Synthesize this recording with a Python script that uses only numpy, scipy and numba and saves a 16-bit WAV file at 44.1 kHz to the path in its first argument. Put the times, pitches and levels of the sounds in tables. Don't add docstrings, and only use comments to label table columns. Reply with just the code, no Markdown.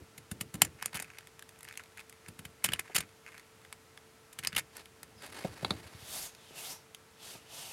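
import sys
import numpy as np
from scipy import signal
from scipy.fft import rfft, irfft
from scipy.io import wavfile
from scipy.ndimage import uniform_filter1d
from numba import njit

SR = 44100
rng = np.random.default_rng(int(sys.argv[2]) if len(sys.argv) > 2 else 0)


def persist_wave(psi):
    counts = np.round(np.clip(psi, -1, 1) * 32767).astype(np.int16)
    wavfile.write(sys.argv[1], SR, np.atleast_2d(counts).T)


N = 340452


def db_to_gain(db):
    return 10 ** (np.asarray(db) / 20)


def unit(x):
    return x / np.sqrt(np.mean(x ** 2))


def colour(x, points, size=2048):
    hz, db = np.transpose(points)
    bins_hz = np.maximum(np.arange(size // 2 + 1) * SR / size, 1)
    curve_db = np.interp(np.log(bins_hz), np.log(hz), db)
    cepstrum = irfft(np.log(db_to_gain(curve_db)))
    cepstrum[1:size // 2] *= 2
    cepstrum[size // 2 + 1:] = 0
    response = irfft(np.exp(rfft(cepstrum)))
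    return signal.fftconvolve(x, response)[:len(x)]


def ring(x, modes):
    total = 0
    for hz, width, db in modes:
        b, a = signal.iirpeak(hz, hz / width, SR)
        total = total + db_to_gain(db) * signal.lfilter(b, a, x)
    return total


def walk(rate):
    hold = max(int(SR / rate), 1)
    steps = np.repeat(rng.standard_normal(N // hold + 1), hold)
    return unit(uniform_filter1d(steps, hold)[:N])


def grains(count, spread_db):
    sizes = db_to_gain(spread_db * rng.standard_normal(count))
    return unit(rng.standard_normal(count) * sizes)


def add(track, s, sound):
    i = max(int(s * SR), 0)
    track[i:i + len(sound)] += sound[:N - i]


def burst(length, fall_s, spread_db, count=3000):
    t = np.arange(count) / SR
    fall = np.exp(-np.maximum(t - 0.77 * length, 0) / fall_s)
    onset = 1 - np.exp(-t / 0.00025)
    return grains(count, spread_db) * fall * onset


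def strength(sound, db, length):
    return sound * db_to_gain(db) * np.sqrt(length * SR / np.sum(sound ** 2))


def movement_gain(rows):
    t = np.arange(N) / SR
    return np.sqrt(sum(db_to_gain(2 * db) * np.exp(-2 * ((t - s) / half) ** 2) for s, db, half in rows))


# frequency in Hz, gain in dB.
ROOM_SPECTRUM = [(25,-20.5), (90,3), (200,-4), (500,-7), (2000,-10), (3500,-15), (11000,-19.5), (16000,-30)]
ROOM_DB = -60.5


def room_air():
    return unit(colour(rng.standard_normal(N), ROOM_SPECTRUM)) * db_to_gain(ROOM_DB)


# frequency in Hz, rms level in dB.
HUM_PARTIALS = [(444.3, -68), (888.6, -81), (1333, -77)]


def appliance_hum():
    t = np.arange(N) / SR + 0.0001 * walk(2.21)
    return sum(np.sqrt(2) * db_to_gain(db) * np.sin(2 * np.pi * hz * t) for hz, db in HUM_PARTIALS)


# middle in seconds, level in dB, half length in seconds.
LEANING_HANDS = [(0.01,-53,0.031), (0.52,-69,0.34), (5.55,-60.5,0.59)]
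SETTLE_S, SETTLE_DB = 0.025, -2.5


def rumble(knocks):
    x = colour(rng.standard_normal(N), [(30, -27), (75, 3), (170, -3.5), (330, -6.5), (2000, -44.0)])
    keep = np.exp(-1 / (SETTLE_S * SR))
    shaking = signal.lfilter([1 - keep], [1, -keep], knocks ** 2 + 1e-18)
    power = db_to_gain(2 * SETTLE_DB) * shaking + movement_gain(LEANING_HANDS) ** 2
    return unit(x) * np.sqrt(power)


# start in seconds, level in dB.
HAND_BUMPS = [(0.02,-44), (0.745,-48), (5.855,-46), (5.945,-43), (6.022,-46)]
BUMP_HZ, BUMP_FALL_S = 88, 0.0063
# nominal frequency in Hz, fall in seconds, level in dB.
HANDLE_SWINGS = [(180, 0.006, -2.5), (95, 0.007, -9.5)]
THUD_LAG_S = 0.0028


def thuds(rows, swings, count=4000):
    out, t = np.zeros(N), np.arange(count) / SR
    for s, *_, db in rows:
        for k, (nominal_hz, fall_s, swing_db) in enumerate(swings):
            oscillation = np.sin(2 * np.pi * nominal_hz * rng.uniform(0.82, 1.1) * t)
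            envelope = np.exp(-t / fall_s) * (1 - np.exp(-2 * nominal_hz * t))
            swing = np.gradient(oscillation * envelope)
            swing = swing / np.abs(swing).max()
            add(out, s + THUD_LAG_S, (-1) ** k * db_to_gain(db + swing_db) * swing)
    return out


# frequency in Hz, gain in dB.
CUT_SPECTRUM = [(100,-18), (520,-3.5), (760,-0.5), (2400,-1), (3500,-3), (5800,-5.5), (8000,-2),
                (11500,-0.5), (12700,-10.5), (14000,-7.5), (16000,-22)]
# frequency in Hz, width in Hz, gain in dB.
BLADE_MODES = [(3020, 110, -3.5), (4730, 140, -8), (7120, 170, 0.5), (9780, 610, -5.5), (12800, 290, -13),
               (13600, 1200, -4)]


def fracture(db, length, treble_db, low_db, fall_s):
    x = colour(burst(length, fall_s, spread_db=4.0), CUT_SPECTRUM)
    x = x + db_to_gain(1.0) * ring(x, BLADE_MODES)
    tilt = [(450, -4.0), (850, low_db), (1900, 0.58), (4200, -3.0), (7000, treble_db)]
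    return strength(colour(x, tilt), db, length)


# time in seconds, gain in dB.
GRIP_WEIGHT = [(.2,-10), (.6,1), (2.6,-7), (4.5,-8)]


def bite(s, db, length, treble_db):
    low_db = np.interp(s, *np.transpose(GRIP_WEIGHT))
    return fracture(db, length, treble_db, low_db, fall_s=0.0005 + 0.52 * length)


# start in seconds, level in dB, treble in dB, thud level in dB.
JAW_CATCHES = [(0.178,-44.5,-1.5,-46.5), (0.3133,-37,-2.5,-34), (0.409,-31,-3.5,-36.5),
               (0.540,-40,-2,-32.5), (0.552,-44.5,-6,-53), (2.283,-44.5,-4,-40), (2.390,-44,-4.5,-41),
               (2.451,-40.5,-7,-45), (4.328,-48.5,0,-63), (4.3877,-35.5,-6,-47)]
CATCH_S, DRAG_DB, DRAG_S = 0.005, -23, 0.012
# start in seconds, level in dB, length in seconds, treble in dB, thud level in dB.
TOOTH_SNAPS = [(0.6181,-10,0.0021,-1.5,-29), (0.648,-33.5,0.0036,-1,-50), (0.825,-28,0.0016,-9.5,-54),
               (0.8585,-22,0.0012,-1,-50), (0.931,-40,0.0013,-15,-56), (0.999,-33,0.0029,-3.5,-50),
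               (1.0232,-35.5,0.0031,-1.5,-66), (2.6413,-22.5,0.0067,0,-38.5),
               (2.688,-30.5,0.0019,-15.5,-36), (2.72,-35,0.0042,-13,-46), (2.7339,-25.5,0.0025,-3,-44),
               (2.794,-29,0.0031,-4.5,-67), (2.98,-29,0.0052,-5.5,-38.5), (3.005,-33,0.0042,-6.5,-54),
               (4.435,-39.5,0.0034,-12,-51), (4.448,-30,0.0027,-10,-53), (4.473,-21,0.00079,0,-45),
               (4.528,-38.5,0.0026,-18,-43), (4.549,-38,0.0035,-14,-49), (4.563,-26.5,0.0059,-7,-40.5)]
STRAIN_LEAD_S, STRAIN_DB, STRAIN_LIMIT_DB = 0.0042, -19.5, -31.5
# start in seconds, level in dB, length in seconds, treble in dB, thud level in dB.
FOLD_CRUNCHES = [(0.944,-36,0.028,-5,-39), (2.651,-34.5,0.015,-4,-47), (2.947,-26,0.02,-3,-40.5),
                 (4.578,-32,0.02,-7,-45)]
LAYER_S, LAYER_JITTER_S, LAYER_SCATTER_DB, LAYER_SNAP_S = 0.0052, 0.0008, 3.5, 0.004
# start in seconds, level in dB, frequency in Hz.
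BLADE_PINGS = [(0.621,-6,12100), (2.646,-14.5,3000), (2.689,-24,2900), (2.736,-15,2990), (2.793,-23.5,2080),
               (2.957,-21,2760), (2.986,-16.5,7160), (4.472,-14.5,4970), (4.567,-18,2790)]
PING_CYCLES = 4.1


def shears(count=2000):
    out, t = np.zeros(N), np.arange(count) / SR
    for s, db, treble_db, _ in JAW_CATCHES:
        add(out, s - CATCH_S, bite(s, db + DRAG_DB, CATCH_S, treble_db))
        add(out, s, bite(s, db, CATCH_S, treble_db))
        add(out, s + CATCH_S, bite(s, db + DRAG_DB, DRAG_S, treble_db))
    for s, db, length, treble_db, _ in TOOTH_SNAPS:
        strain_db = min(db, STRAIN_LIMIT_DB) + STRAIN_DB
        add(out, s - STRAIN_LEAD_S, bite(s, strain_db, STRAIN_LEAD_S, treble_db))
        add(out, s, bite(s, db, length, treble_db))
    for s, db, length, treble_db, _ in FOLD_CRUNCHES:
        for layer_s in np.arange(s, s + length, LAYER_S):
            late, louder = rng.standard_normal(2)
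            layer_db = db + LAYER_SCATTER_DB * louder
            add(out, layer_s + LAYER_JITTER_S * late, bite(s, layer_db, LAYER_SNAP_S, treble_db))
    for s, db, hz in BLADE_PINGS:
        add(out, s, db_to_gain(db) * np.sin(2 * np.pi * hz * t) * np.exp(-hz * t / PING_CYCLES))
    return out


# middle in seconds, level in dB, half length in seconds.
PAPER_FLEXING = [(0.818,-53.5,0.03), (0.98,-48,0.027), (1.12,-57.5,0.092), (1.70,-56,0.046),
                 (1.803,-47,0.01), (1.998,-47.5,0.018), (2.27,-57.5,0.017), (2.84,-56,0.12),
                 (3.275,-50.5,0.017), (3.35,-58.5,0.073)]
RELAX_LAG_S, RELAX_DB, RELAX_HALF_S = 0.01, -52.5, 0.022
# frequency in Hz, gain in dB.
FLEX_SPECTRUM = [(400,-18), (800,-7), (1200,1), (2050,4), (3000,-8), (6000,-14), (10500,-15), (16000,-40)]
# middle in seconds, level in dB, half length in seconds.
FAN_SLIDING = [(4.78,-54.5,0.039), (5.237,-52,0.038), (5.39,-50.5,0.1), (5.66,-55,0.23), (5.92,-59.5,0.14)]
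# frequency in Hz, gain in dB.
RUSTLE_SPECTRUM = [(120,-28), (300,1.5), (1900,-2), (3600,-6.5), (4600,-5.5), (5400,-11), (11000,-12),
                   (16000,-29)]


def rustle(rows, spectrum, rate, fits_db, slide_db, crackle_db):
    fits = db_to_gain(fits_db * np.tanh(walk(140)))
    slide = unit(colour(grains(N, spread_db=5.5), spectrum) * fits)
    clicks = (rng.random(N) < rate / SR) * rng.standard_normal(N)
    crackle = signal.fftconvolve(clicks, burst(0.00038, 0.00048, spread_db=1.0))[:N]
    crackle = unit(colour(crackle, spectrum))
    return (db_to_gain(slide_db) * slide + db_to_gain(crackle_db) * crackle) * movement_gain(rows)


# start in seconds, end in seconds, ticks per second, mean level in dB.
FAN_TURNS = [(1.04, 2.15, 21, -50), (3.034, 3.65, 8.6, -51), (5.21, 5.45, 40, -48)]
TICK_SCATTER_DB, TICK_TREBLE_DB = 8.5, -6
# start in seconds, level in dB, treble in dB, frequency of the panel ring in Hz.
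CREASE_CREAKS = [(1.1853,-38.5,-5,2250), (1.424,-40,-7,1600), (1.491,-45,1,2000), (1.589,-50,11,2400),
                 (1.63,-41,4,2000), (1.645,-46,7,2600), (1.6867,-39.5,-6,1500), (1.774,-32,3.5,2440),
                 (1.974,-43.5,-3,2100), (1.9934,-40,-20,1750), (2.096,-43.5,6.5,2180),
                 (3.379,-42.5,-3.5,2120), (3.7264,-35,-4,1950), (3.9745,-42,-14.5,1750),
                 (4.7675,-37,6.5,1900), (4.857,-44.5,-4,3000), (5.0307,-37,1.5,818), (6.349,-46,-6,5600),
                 (6.9468,-37.5,-0.5,2900)]
PANEL_Q, PANEL_DB = 3.8, 5.5


def creaks():
    out, ticks = np.zeros(N), []
    for start, end, rate, db in FAN_TURNS:
        for place, louder, brighter, higher in rng.random((int((end - start) * rate), 4)):
            s = start + place * (end - start)
            tick_db = db + TICK_SCATTER_DB * (2 * louder - 1)
            treble_db = TICK_TREBLE_DB + 7 * (2 * brighter - 1)
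            ticks.append((s, tick_db, treble_db, 1200 * 2 ** higher))
    for s, db, treble_db, hz in CREASE_CREAKS + ticks:
        crack = colour(burst(0.00088, 0.0017, spread_db=4.0), CUT_SPECTRUM)
        crack = crack + ring(crack, [(hz, hz / PANEL_Q, PANEL_DB)])
        crack = colour(crack, [(650, -9), (1400, -3), (3500, -1), (7000, treble_db)])
        add(out, s, strength(crack, db, 0.0013))
    return out


# start in seconds, level in dB, length in seconds, thud level in dB.
FINGER_TAPS = [(2.897,-46,0.0047,-65), (5.446,-31,0.0084,-31), (5.627,-39,0.0052,-33),
               (6.506,-49.5,0.0045,-57), (7.349,-50.5,0.0076,-48)]
# frequency in Hz, gain in dB.
FINGER_SPECTRUM = [(80, -11), (250, 3.5), (650, 8), (1100, -11.5), (4000, -22), (16000, -35)]
# start in seconds, level in dB, length in seconds, thud level in dB.
FAN_SLAPS = [(5.6468,-24,0.00303,-40), (5.706,-24,0.00354,-29)]
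# frequency in Hz, gain in dB.
SLAP_SPECTRUM = [(120,-13), (350,3), (800,4.5), (1800,-7), (2400,-2.5), (2850,-8.5), (3400,2.5), (4400,3.5),
                 (4800,-17.5), (10200,-16.5), (16000,-52)]
SCUFF_DB, SCUFF_S = -20.5, 0.02


def taps(rows, body, fall_s):
    out = np.zeros(N)
    for s, db, length, _ in rows:
        contact = colour(burst(length, fall_s, spread_db=1.5), body)
        add(out, s, strength(contact, db, length))
        scuff = colour(burst(SCUFF_S, SCUFF_S / 2, spread_db=4), FINGER_SPECTRUM)
        add(out, s + length, strength(scuff, db + SCUFF_DB, SCUFF_S))
    return out


SQUEAK_S, SQUEAK_HALF_S, SQUEAK_HZ, SQUEAK_WIDTH_HZ, SQUEAK_DB = 5.19, 0.027, 5070, 220, -64


def squeak():
    chatter = ring(grains(N, spread_db=-2), [(SQUEAK_HZ, SQUEAK_WIDTH_HZ, 0)])
    return unit(chatter) * movement_gain([(SQUEAK_S, SQUEAK_DB, SQUEAK_HALF_S)])


STROKE_RELEASE_S = 0.099
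GLIDE_CURVE = 2.6


def strokes(rows):
    t, gain, shape = np.arange(N) / SR, 0, 0
    for s, held, db, rise, hollow_from, hollow_to, gap_from, gap_to, ring_db in rows:
        before = np.maximum(s - t, 0) / rise
        after = np.maximum(t - s - held, 0) / STROKE_RELEASE_S
        stroke = db_to_gain(db - 20 * before - 20 * after) + 1e-12
        glide = np.clip((t - s) / held, 0, 1) ** GLIDE_CURVE
        hollow_hz = hollow_from + glide * (hollow_to - hollow_from)
        gap_hz = gap_from + glide * (gap_to - gap_from)
        gain = gain + stroke
        shape = shape + stroke * np.array([hollow_hz, gap_hz, np.full(N, db_to_gain(ring_db))])
    return (gain, *(shape / gain))


@njit
def cavity(x, hz, q):
    y, band, low = np.empty(len(x)), 0., 0.
    for i in range(len(x)):
        g = np.tan(np.pi * hz[i] / SR)
        v = (band + g * (x[i] - low)) / (1 + g * (g + 1 / q))
        band, low, y[i] = 2 * v - band, low + 2 * g * v, v / q
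    return y


# time of full speed in seconds, hold in seconds, level in dB,
# rise in seconds, hollow of the palm from Hz, to Hz, gap under the fingers from Hz, to Hz, ring in dB.
SWEEP_STROKES = [(6.14, 0.1, -43, 0.25, 656, 760, 3600, 6800, -3),
                 (6.58, 0.14, -46, 0.098, 650, 875, 2680, 5500, 2.5)]
# frequency in Hz, gain in dB.
SWEEP_SPECTRUM = [(200,-5), (900,-3), (1800,-5.5), (3000,-3.5), (6500,-3), (11800,-2), (14000,-8),
                  (16000,-18)]
# time of full speed in seconds, hold in seconds,
# level in dB, rise in seconds, hollow from Hz, to Hz, gap from Hz, to Hz, ring in dB.
PALM_STROKES = [(6.43, 0.081, -59, 0.23, 620, 640, 3370, 2800, 0),
                (7.23, 0.11, -51.5, 0.088, 1360, 1250, 3360, 2470, -4),
                (7.535, 0.2, -49.5, 0.12, 680, 950, 2960, 2650, 2)]
# frequency in Hz, gain in dB.
PALM_SPECTRUM = [(200,-10.5), (700,-5.5), (1500,-11), (2900,-6.5), (5500,-6.5), (12000,-10), (16000,-27)]
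TREBLE_LAG_S = 0.015
CAVITY_Q = 6.5


def rub(rows, spectrum, rough_db):
    speed, hollow_hz, gap_hz, ringing = strokes(rows)
    hiss = unit(colour(grains(N, spread_db=1.5), spectrum))
    low = signal.sosfiltfilt(signal.butter(2, 5000, fs=SR, output="sos"), hiss)
    late_speed = np.interp(np.arange(N) - TREBLE_LAG_S * SR, np.arange(N), speed)
    high = (hiss - low) * (late_speed / speed.max()) ** 0.63 * db_to_gain(2.0)
    drift = 1 + 0.028 * walk(15)
    cavities = sum(cavity(hiss, hz * drift, float(CAVITY_Q)) for hz in (hollow_hz, gap_hz))
    roughness = db_to_gain(rough_db * walk(90))
    return (low + high + ringing * cavities) * roughness * speed


def room(x, strong_db, strong_t60, weak_db, weak_t60, count=14000):
    t = np.arange(count) / SR
    response = np.zeros(count)
    for db, t60 in ((strong_db, strong_t60), (weak_db, weak_t60)):
        decay = np.exp(-np.log(1000) * t / t60)
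        tail = rng.standard_normal(count) * decay * (1 - np.exp(-t / 0.00067))
        response += db_to_gain(db) * tail / np.sqrt(np.sum(tail ** 2))
    response = colour(response, [(150, 5), (500, -4.0), (9000, -3), (16000, -16.5)])
    return signal.fftconvolve(x, response)[:N]


def scene():
    knocks = thuds(TOOTH_SNAPS + FOLD_CRUNCHES + JAW_CATCHES + FINGER_TAPS + FAN_SLAPS, HANDLE_SWINGS)
    bumps = thuds(HAND_BUMPS, [(BUMP_HZ, BUMP_FALL_S, 0)])
    floor = room_air() + appliance_hum() + rumble(knocks) + bumps
    relaxing = [(s + RELAX_LAG_S, RELAX_DB, RELAX_HALF_S) for s, *_ in TOOTH_SNAPS + FOLD_CRUNCHES]
    flexing = rustle(PAPER_FLEXING + relaxing, FLEX_SPECTRUM,
                     rate=150, fits_db=10.5, slide_db=-4, crackle_db=-0.5)
    fingers = taps(FINGER_TAPS, FINGER_SPECTRUM, fall_s=0.0035)
    sliding = rustle(FAN_SLIDING, RUSTLE_SPECTRUM, rate=180, fits_db=5.5, slide_db=1, crackle_db=-6.5)
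    slaps = taps(FAN_SLAPS, SLAP_SPECTRUM, fall_s=0.00093)
    laying = fingers + sliding + squeak() + slaps
    sweeping = rub(SWEEP_STROKES, SWEEP_SPECTRUM, rough_db=1.2)
    smoothing = rub(PALM_STROKES, PALM_SPECTRUM, rough_db=0.75)
    near = shears() + flexing + creaks() + laying + sweeping + smoothing
    reverberant = room(near, strong_db=-9, strong_t60=0.069, weak_db=-17.0, weak_t60=0.031)
    mono = near + reverberant + knocks + floor
    return np.array([mono, mono])


TOP_HZ = 16000


def record(dry):
    thin = signal.sosfilt(signal.butter(2, 50, "high", fs=SR, output="sos"), dry)
    return signal.sosfilt(signal.ellip(10, .2, 80, TOP_HZ, fs=SR, output="sos"), thin)


dry = scene()
out = record(dry)
persist_wave(out)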